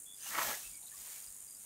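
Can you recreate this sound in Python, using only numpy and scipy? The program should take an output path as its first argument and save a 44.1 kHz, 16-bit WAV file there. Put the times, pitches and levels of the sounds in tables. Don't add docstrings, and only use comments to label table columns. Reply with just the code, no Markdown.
import sys
import numpy as np
from scipy import signal
from scipy.fft import rfft, irfft, next_fast_len
from scipy.io import wavfile
from scipy.ndimage import uniform_filter1d

SR = 44100
rng = np.random.default_rng(int(sys.argv[2]) if len(sys.argv) > 2 else 0)


def materialize(psi):
    bounded = np.clip(np.atleast_2d(psi).T, -1, 1)
    quanta = np.round(bounded * 32767).astype(np.int16)
    wavfile.write(sys.argv[1], SR, quanta)


N = 72765

# freq_hz, gain_db
CRUNCH_SPECTRUM = [(60, -28), (140, -10), (450, -8), (900, 0), (1500, -2), (2100, 3), (2800, -10),
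                   (6000, -34.5)]
# freq_hz, gain_db
GRASS_SPECTRUM = [(100, -15), (600, -12), (2000, -7), (3200, -1), (4900, -3), (6300, 2), (8500, -1),
                  (10400, -4.5), (12200, 2.5), (14000, -2), (16000, -1)]


def undb(db):
    return 10 ** (np.asarray(db) / 20)


def unit_rms(x):
    return x / np.sqrt(np.mean(x ** 2))


def time_s():
    return np.arange(N) / SR


def envelope(points):
    return undb(np.interp(time_s(), *np.array(points).T, left=-120, right=-120))


def swell(centre_s, sigma_s):
    return np.exp(-.5 * ((time_s() - centre_s) / sigma_s) ** 2)


def colour(x, spectrum):
    size = 2 * next_fast_len(N)
    hz, db = np.array(spectrum).T
    bins_hz = np.maximum(np.fft.rfftfreq(size, 1 / SR), 1)
    gain = unit_rms(undb(np.interp(np.log(bins_hz), np.log(hz), db)))
    cepstrum = irfft(np.log(gain))
    cepstrum[1:size // 2] *= 2
    cepstrum[size // 2 + 1:] = 0
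    return irfft(rfft(x, size) * np.exp(rfft(cepstrum)))[:N]


def noise(spectrum):
    return unit_rms(colour(rng.standard_normal(N), spectrum))


def ring(x, modes):
    out = sum(undb(db) * signal.lfilter(*signal.iirpeak(hz, hz / width_hz, fs=SR), x)
              for hz, width_hz, db in modes)
    return out / np.sqrt(sum(undb(db) ** 2 * np.pi * width_hz / SR for _, width_hz, db in modes))


def snaps(rate_per_s, spread_db):
    size = undb(spread_db * np.minimum(rng.exponential(size=N), 5))
    return unit_rms((rng.random(N) < rate_per_s / SR) * size * rng.choice([-1, 1], N))


def blade(force):
    # freq_hz, width_hz, gain_db
    modes = [(337, 68, -13), (558, 7, -21), (663, 28, -0.5), (926, 19, 0), (1003, 49, -4.5),
             (1128, 90, 0.5), (1213, 25, -0.5), (1290, 42, 3), (1350, 48, 0.5), (1490, 21, -3.5),
             (1672, 43, -0.5), (1845, 32, -1), (1855, 16, -22), (2160, 22, 1)]
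    return ring(force, modes) + undb(-8) * colour(force, CRUNCH_SPECTRUM)


def cut():
    # time_s, level_db
    tearing = [(.19, -89), (.27, -59), (.31, -53), (.36, -40), (.387, -41.5), (.42, -36.5), (.445, -46.5),
               (.51, -46.5), (.56, -65), (.6, -64), (.72, -78), (.8, -81)]
    # time_s, level_db, blade_share
    stalks = [(0.3705, -38, 0.5), (.381, -34.5, 0.64), (.386, -27, 0.67), (0.392, -35, 0.93),
              (.415, -46, 0.04), (0.419, -39.5, 0.87), (0.449, -32, 0.3), (0.514, -42, 0.53),
              (1.06, -53, 0)]
    crush_sigma_s, crack_decay_s = 0.0019, 0.00076
    t = time_s()
    out = unit_rms(blade(snaps(rate_per_s=2200, spread_db=2.5))) * envelope(tearing)
    for at_s, db, blade_share in stalks:
        blow = blade(rng.standard_normal(N) * swell(at_s, crush_sigma_s))
        blow /= np.sqrt(uniform_filter1d(blow ** 2, size=256).max())
        crack = noise(GRASS_SPECTRUM) * (t >= at_s) * np.exp(-np.abs(t - at_s) / crack_decay_s)
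        out += undb(db) * (blade_share * blow + (1 - blade_share) * crack)
    return out


def heel():
    # freq_hz, width_hz, gain_db
    modes = [(613, 120, -1), (777, 100, 0.5), (1708, 64, 5)]
    ringing = unit_rms(ring(snaps(rate_per_s=2200, spread_db=2.5), modes))
    crunch = undb(-9) * noise(CRUNCH_SPECTRUM)
    return undb(-45) * (ringing + crunch) * swell(centre_s=0.4993, sigma_s=0.048)


def rustle():
    # time_s, level_db
    stroke_level = [(.15, -66), (.21, -55), (.28, -43), (.36, -43), (.43, -37), (.51, -38.5), (.58, -45.5),
                    (.66, -50), (.8, -64)]
    # time_s, level_db
    return_level = [(.8, -65), (.93, -57.5), (1.0, -52), (1.11, -48.5), (1.19, -51.5), (1.33, -60.5),
                    (1.58, -64), (1.65, -57)]
    # freq_hz, gain_db
    stubble_spectrum = [(150, -33), (500, -9), (1100, -5.5), (2200, -3), (3500, -3.5), (5500, -2),
                        (7000, 5), (10400, -2), (12500, 3.5), (16000, -2)]
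    leaves = colour(snaps(rate_per_s=9000, spread_db=2.5), GRASS_SPECTRUM)
    stubble = colour(snaps(rate_per_s=5000, spread_db=1.5), stubble_spectrum)
    return leaves * envelope(stroke_level) + stubble * envelope(return_level)


def edge_scrape():
    # freq_hz, width_hz, gain_db
    modes = [(840, 45, -26), (1750, 200, -1.5), (2850, 320, 0), (6170, 140, 8)]
    scrape = unit_rms(ring(rng.standard_normal(N), modes))
    return undb(-50) * scrape * swell(centre_s=0.25, sigma_s=0.027)


def stem_ticks():
    # centre_s, sigma_s, freq_hz, level_db
    stems = [(.27, 0.0071, 825, -58.5), (.273, 0.013, 2860, -52.5), (0.332, 0.017, 1820, -46),
             (.352, 0.0065, 2000, -43), (.543, 0.0069, 1780, -45.5), (0.843, 0.019, 790, -70),
             (1.013, 0.029, 825, -72), (1.075, 0.0066, 950, -61), (1.096, 0.019, 1980, -62.5),
             (1.166, 0.01, 2200, -60.5)]
    width_hz = 200
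    return sum(undb(db) * ring(rng.standard_normal(N), [(hz, width_hz, 0)]) * swell(at_s, sigma_s)
               for at_s, sigma_s, hz, db in stems)


def footfalls():
    # centre_s, sigma_s, level_db
    steps = [(0.317, 0.018, -63), (0.495, 0.022, -56.5), (0.722, 0.0074, -69.5), (1.005, 0.0075, -81)]
    # freq_hz, gain_db
    turf = [(40, -22), (150, -3), (270, 0.5), (600, -32), (2000, -40)]
    return noise(turf) * sum(undb(db) * swell(at_s, sigma_s) for at_s, sigma_s, db in steps)


def bush_cricket():
    # freq_hz, scatter_hz, delay_s, gain_db
    wing_modes = [(12300, 2700, -0.0008, -7), (9460, 150, -0.001, -0.5), (8470, 350, .0006, -1.5),
                  (7016, 290, .0009, -3)]
    # freq_hz, gain_db
    chorus_spectrum = [(3500, -32), (5600, -19), (6700, -5.5), (7700, -3.5), (9200, 0), (10400, -6),
                       (12800, -9), (14200, -12), (16000, -20)]
    # time_s, gain_db
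    drift = [(0, -0.5), (.06, -1.5), (.085, -3.5), (.17, -3), (.25, 1), (.9, -0.5), (1.4, -1), (1.65, -1.5)]
    cycle_hz, throb_hz, throb_depth = 49.15, 73.5, 0.24
    start_s, jitter_s, pulse_sigma_s = 0.0029, 0.0005, 0.00093
    weak_db, spread_db = -5, 1.2
    t = time_s() - start_s
    stroke = np.round(2 * cycle_hz * t).astype(int)
    timing, strength, *detunes = rng.standard_normal((stroke[-1] + 1, 2 + len(wing_modes)))[stroke].T
    since_s = t - stroke / (2 * cycle_hz) - jitter_s * timing
    stroke_gain = undb(weak_db * (stroke % 2) + spread_db * strength)
    wing = 0
    for (hz, scatter_hz, delay_s, db), detune in zip(wing_modes, detunes):
        tone = np.sin(2 * np.pi * np.cumsum(hz + scatter_hz * detune) / SR)
        wing += undb(db) * tone * np.exp(-.5 * ((since_s - delay_s) / pulse_sigma_s) ** 2)
    throb = unit_rms(ring(rng.standard_normal(N), [(throb_hz, throb_hz, 0)]))
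    chorus = unit_rms(noise(chorus_spectrum) * np.exp(throb_depth * throb))
    return (undb(-54.5) * unit_rms(stroke_gain * wing) + undb(-52.5) * chorus) * envelope(drift)


def whistle(start_s, length_s, centre_hz, rise_hz, trill_depth, trill_hz=95):
    since_s = time_s() - start_s
    progress = np.clip(since_s / length_s, 0, 1)
    flutter = trill_depth * np.sin(2 * np.pi * trill_hz * since_s)
    pitch_hz = centre_hz + rise_hz * (progress - .5) + 150 * flutter
    arch = np.abs(np.sin(np.pi * progress)) ** 0.44
    return np.sqrt(2) * arch * (1 + flutter) * np.sin(2 * np.pi * np.cumsum(pitch_hz) / SR)


def field_cricket():
    # centre_s, pitch_hz, level_db
    syllables = [(0.148, 4870, -65), (0.178, 4890, -62.5), (0.211, 4880, -56.5), (.679, 4900, -64),
                 (.709, 4890, -64), (.748, 4900, -63.5), (.947, 4900, -65), (.969, 5400, -64),
                 (.977, 4920, -63), (1.011, 4920, -62), (1.242, 4900, -61.5), (1.277, 4920, -59.5),
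                 (1.484, 4820, -62.5), (1.516, 4870, -59.5), (1.554, 4870, -59), (1.575, 5300, -66)]
    length_s, sag_hz_per_s = 0.015, 6900
    rise_hz = -sag_hz_per_s * length_s
    return sum(undb(db) * whistle(at_s - length_s / 2, length_s, hz, rise_hz, trill_depth=0)
               for at_s, hz, db in syllables)


def birds():
    # start_s, length_s, pitch_hz, rise_hz, level_db, trill_depth
    notes = [(0.058, 0.096, 3422, 65, -56, 0.27), (.632, 0.057, 2604, 0, -58.5, 0.3),
             (0.727, 0.062, 2250, -70, -65.5, 0.57), (0.915, 0.026, 1744, 0, -64, 0.36),
             (0.938, 0.023, 1130, 3.5, -62, 0.05)]
    # centre_s, level_db
    chips = [(0.829, -64), (.843, -65), (0.869, -61), (0.883, -57.5)]
    chip_hz, chip_width_hz = 3930, 670
    song = sum(undb(db) * whistle(start_s, length_s, hz, rise_hz, trill_depth)
               for start_s, length_s, hz, rise_hz, db, trill_depth in notes)
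    throat = [(chip_hz, chip_width_hz, 0)]
    rasp = unit_rms(ring(ring(rng.standard_normal(N), throat), throat))
    return song + rasp * sum(undb(db) * swell(at_s, sigma_s=0.0036) for at_s, db in chips)


def meadow_scatter(call, decay_s=0.024, tail_db=-9):
    tail = rng.standard_normal(N) * np.exp(-time_s() / decay_s)
    return call + undb(tail_db) * signal.fftconvolve(call, tail / np.linalg.norm(tail))[:N]


def air():
    # freq_hz, gain_db
    hush_spectrum = [(20, -3), (45, -3), (90, 1.5), (200, 0.5), (400, -5), (1200, -8), (2500, -10),
                     (5000, -15.5), (16000, -14)]
    # freq_hz, gain_db
    puff_spectrum = [(15, -20), (45, 6), (80, 0), (160, -19), (600, -74)]
    # centre_s, sigma_s, level_db
    puffs = [(0.484, 0.017, -59), (0.67, 0.023, -66), (.735, 0.028, -75), (1.0, 0.021, -72),
             (1.306, .025, -69.5), (1.445, 0.011, -69)]
    puff_gain = sum(undb(db) * swell(at_s, sigma_s) for at_s, sigma_s, db in puffs)
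    return undb(-68.5) * noise(hush_spectrum) + noise(puff_spectrum) * puff_gain


def scene():
    mower = cut() + heel() + rustle() + edge_scrape() + stem_ticks() + footfalls()
    meadow = bush_cricket() + meadow_scatter(field_cricket() + birds()) + air()
    return (mower + meadow)[None]


def record(dry):
    cutoff_hz = 15680
    return signal.sosfilt(signal.ellip(12, .1, 80, cutoff_hz, fs=SR, output="sos"), dry)


dry = scene()
out = record(dry)
materialize(out)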